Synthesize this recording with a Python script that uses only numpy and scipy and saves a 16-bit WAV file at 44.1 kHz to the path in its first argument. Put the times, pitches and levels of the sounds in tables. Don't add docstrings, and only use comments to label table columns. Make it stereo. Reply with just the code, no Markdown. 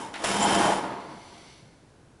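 import sys
import numpy as np
from scipy import signal
from scipy.fft import rfft, irfft
from scipy.io import wavfile

SR = 44100
rng = np.random.default_rng(int(sys.argv[2]) if len(sys.argv) > 2 else 0)


def int16_out(signal):
    q = np.round(np.clip(np.atleast_2d(signal).T, -1, 1) * 32767)
    wavfile.write(sys.argv[1], SR, q.astype(np.int16))


N = 97020

# f/Hz, level/dB
HISS_COLOUR = [(200, 1.5), (600, 4.5), (1500, 9), (2200, 4), (2900, 5.5), (4200, -1.5), (5600, 3),
               (6500, -1.5), (7400, 1), (8300, -2.5), (9400, -1.5), (10200, 0), (11000, -3)]


def spin_and_cut():
    # t/s, speed/(turns per s)
    spin = [(0, 8.5), (.3, 15.5), (.65, 17.5), (1, 11), (1.3, 2), (2.2, -8)]
    # t/s, level/dB
    shake_levels = [(0, -41), (.12, -46), (.225, -40), (.245, -37), (.38, -30.5), (.45, -27), (.68, -24.5),
                    (.79, -33), (.93, -37), (1.05, -44), (1.15, -48), (1.27, -52.5), (1.5, -61.5),
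                    (2.2, -93)]
    # t/s, level/dB
    hiss_levels = [(0, -41), (.13, -55.5), (.17, -48.5), (.233, -42.5), (.243, -27.5), (.28, -30),
                   (.38, -31), (.56, -28.5), (.68, -31), (.76, -38.5), (.83, -47), (.97, -62), (1.3, -66.5),
                   (2.2, -92)]
    # f/Hz, level/dB
    wood_colour = [(20, -40), (40, -22), (75, -18), (120, -6.5), (190, -6), (330, 3), (500, -3.5),
                   (700, -2.5), (900, 0.5), (1200, -6.5), (1700, -11), (2600, -18), (4500, -25),
                   (11000, -57)]
    # f/Hz, level/dB, time to fade by 60 dB/s
    wood_modes = [(150, -17, .3), (200, -6, .25), (280, -12, .2), (317, -7, .3), (360, -11, .2),
                  (454, -10, .3), (534, -11, .3), (587, -6, .3), (696, -1.5, .25), (734, -3, .3),
                  (845, -2, .2), (865, -1, .2), (904, 0, .22), (935, -5, .2), (956, -3, .22),
                  (1020, -7, .2), (1070, -7, .25), (1140, -13, .15), (1253, -12, .25), (1403, -13, .2),
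                  (1537, -13, .25)]
    # f/Hz, level/dB, time to fade by 60 dB/s
    steel_modes = [(2197, 1, 0.048), (3117, 5, 0.024), (3610, 1, 0.018), (5210, -2.5, 0.08),
                   (7080, -1.5, 0.04), (9360, 3, 0.033)]
    turn_db, flutter_db, steel_db, lowest_ring_hz = -1, .5, -7.5, 155
    turns = np.cumsum(curve(spin)) / SR
    grain = undb(turn_db * np.cos(2 * np.pi * turns) + flutter_db * wander(rate_hz=44.7))
    shake = undb(curve(shake_levels)) * grain
    hiss_level = undb(curve(hiss_levels)) * grain
    whirr = shake * colour(fibres(), wood_colour)
    bass_cut = signal.butter(4, lowest_ring_hz, "high", fs=SR, output="sos")
    wood_ring = signal.sosfilt(bass_cut, ring(shake * fibres(), wood_modes))
    hiss = hiss_level * colour(fibres(), HISS_COLOUR)
    steel_ring = undb(steel_db) * ring(hiss_level * fibres(), steel_modes)
    return whirr + wood_ring + hiss + steel_ring


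def fibres(snaps_per_s=5000, spread_db=3):
    snaps = rng.random(N) < snaps_per_s / SR
    size = undb(spread_db * np.minimum(rng.exponential(size=N), 4))
    return unit(snaps * size * rng.choice([-1, 1], N))


def bed(hz=199, waver_hz=3.84, level_db=-34.5, rough_db=2.5):
    load = swell(start_s=.24, rise_s=.092, hold_until_s=.58, decay_s=.15)
    phase = 2 * np.pi * np.cumsum(hz + waver_hz * wander(rate_hz=9.1)) / SR
    level = undb(level_db + rough_db * wander(rate_hz=40))
    return level * load * np.sqrt(2) * np.sin(phase)


def stick_slip(chatter_db=-39, rough_db=3.3):
    # t/s, f/Hz, level/dB, length/s
    catches = [(.247, 570, -29.5, .008), (.362, 430, -30, .006), (.454, 820, -19.5, .005),
               (.513, 880, -21, .005), (.647, 890, -22, .004), (.694, 700, -25, .012)]
    # t/s, f/Hz, level/dB, length/s
    squeaks = [(.411, 7250, -35, .005), (.429, 7250, -27, .004), (.429, 9400, -35, .004),
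               (.439, 7250, -31, .004), (.441, 8000, -35, .004), (.447, 10200, -35, .004)]
    jolts = sum(undb(db) * judder(at, hz, length, width_hz=140) for at, hz, db, length in catches)
    chatter_level = undb(chatter_db + rough_db * wander(rate_hz=70))
    chatter = chatter_level * judder(at=.53, hz=3101, length=.14, width_hz=107)
    squeal = sum(undb(db) * judder(at, hz, length, width_hz=313) for at, hz, db, length in squeaks)
    return jolts + chatter + squeal


def touches():
    # t/s, level/dB, decay/s
    contacts = [(.140, -34, .013), (.150, -45, .15), (.238, -32, .015)]
    # f/Hz, level/dB
    scuff_colour = [(200, -80), (700, -16.5), (1400, 13), (3200, 7), (4500, 1), (7000, -16), (11000, -26)]
    # t/s, level/dB
    splinters = [(.140, -37), (.156, -39), (.241, -24), (.246, -27), (.259, -27)]
    scuffs = sum(undb(db) * burst(at, decay_s) for at, db, decay_s in contacts)
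    snaps = sum(undb(db) * burst(at, decay_s=.0037) for at, db in splinters)
    return scuffs * colour(fibres(), scuff_colour) + snaps * colour(rng.standard_normal(N), HISS_COLOUR)


def thuds_and_hum():
    # t/s, f/Hz, level/dB, length/s
    low_sounds = [(.005, 260, -36, 0.004), (1.152, 190.2, -50.5, .03), (1.652, 125, -56.5, 0.044)]
    return sum(undb(db) * judder(at, hz, length, width_hz=70.7) for at, hz, db, length in low_sounds)


def cord(level_db=-53.5):
    # f/Hz, level/dB
    cord_colour = [(700, -4.5), (1400, -7), (1850, -8.5), (2150, 6.5), (2450, -4.5), (3000, -2),
                   (3400, -1.5), (3900, -3.5), (4450, 1), (5200, -7), (6050, -1.5), (6700, -18.5),
                   (7400, -8.5), (8400, -16), (9900, -9), (11000, -15.5)]
    rub = swell(start_s=.4, rise_s=.89, hold_until_s=1.52, decay_s=.14)
    return undb(level_db) * rub * colour(rng.standard_normal(N), cord_colour)


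def room(x, level_db=-9, fade_60_db_s=.38, band_hz=(670, 15000)):
    t = clock()[:SR // 2]
    fade = np.exp(-np.log(1000) * t / fade_60_db_s) * (t > .003)
    echoes = rng.standard_normal((2, len(t))) * fade
    echoes /= np.linalg.norm(echoes, axis=1, keepdims=True)
    walls = signal.butter(1, band_hz, "band", fs=SR, output="sos")
    return undb(level_db) * signal.fftconvolve(x[None], signal.sosfilt(walls, echoes), axes=1)[:, :N]


def shop(level_db=-55.5, side_db=-5.5):
    # f/Hz, level/dB
    air_colour = [(20, -15), (50, -5), (85, -3.5), (135, 0), (220, -5), (350, -7), (550, -11.5), (900, -15),
                  (1300, -21), (1500, -17), (2100, -25.5), (5000, -29), (11000, -33)]
    middle, side = (colour(rng.standard_normal(N), air_colour) for _ in range(2))
    return undb(level_db) * (middle + undb(side_db) * side * np.array([[1], [-1]]))


def ring(x, modes):
    t = clock()[:SR // 2]
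    response = sum(undb(db) / np.sqrt(t60) * np.exp(-np.log(1000) * t / t60) * np.sin(2 * np.pi * hz * t)
                   for hz, db, t60 in modes)
    return signal.fftconvolve(x, response / np.linalg.norm(response))[:N]


def judder(at, hz, length, width_hz):
    phase = 2 * np.pi * np.cumsum(hz + width_hz / 2 * wander(width_hz)) / SR
    return np.sqrt(2) * np.sin(phase) * np.exp(-.5 * ((clock() - at) / length) ** 2)


def swell(start_s, rise_s, hold_until_s, decay_s):
    t = clock()
    rise = np.clip((t - start_s) / rise_s, 0, 1)
    return rise * np.exp(-np.maximum(t - hold_until_s, 0) / decay_s)


def burst(at, decay_s):
    t = clock()
    return (t >= at) * np.exp(-np.abs(t - at) / decay_s)


def colour(x, points):
    hz, db = np.array(points).T
    f = np.maximum(np.fft.rfftfreq(N, 1 / SR), 1)
    gain = undb(np.interp(np.log(f), np.log(hz), db))
    return unit(irfft(rfft(x) * gain, N))


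def wander(rate_hz):
    f = np.fft.rfftfreq(N, 1 / SR)
    smoothing = np.exp(-.5 * (f / rate_hz) ** 2)
    return unit(irfft(rfft(rng.standard_normal(N)) * smoothing, N))


def curve(rows):
    return np.interp(clock(), *np.array(rows).T)


def clock():
    return np.arange(N) / SR


def unit(x):
    return x / np.sqrt(np.mean(x ** 2))


def undb(db):
    return 10 ** (np.asarray(db) / 20)


def scene():
    lathe = spin_and_cut() + bed() + thuds_and_hum() + touches() + stick_slip() + cord()
    ears = undb([[-.25], [.25]])
    return lathe * ears + room(lathe) + shop()


def record(dry, top_hz=11050):
    return signal.sosfilt(signal.ellip(12, .1, 80, top_hz, fs=SR, output="sos"), dry)


dry = scene()
out = record(dry)
int16_out(out)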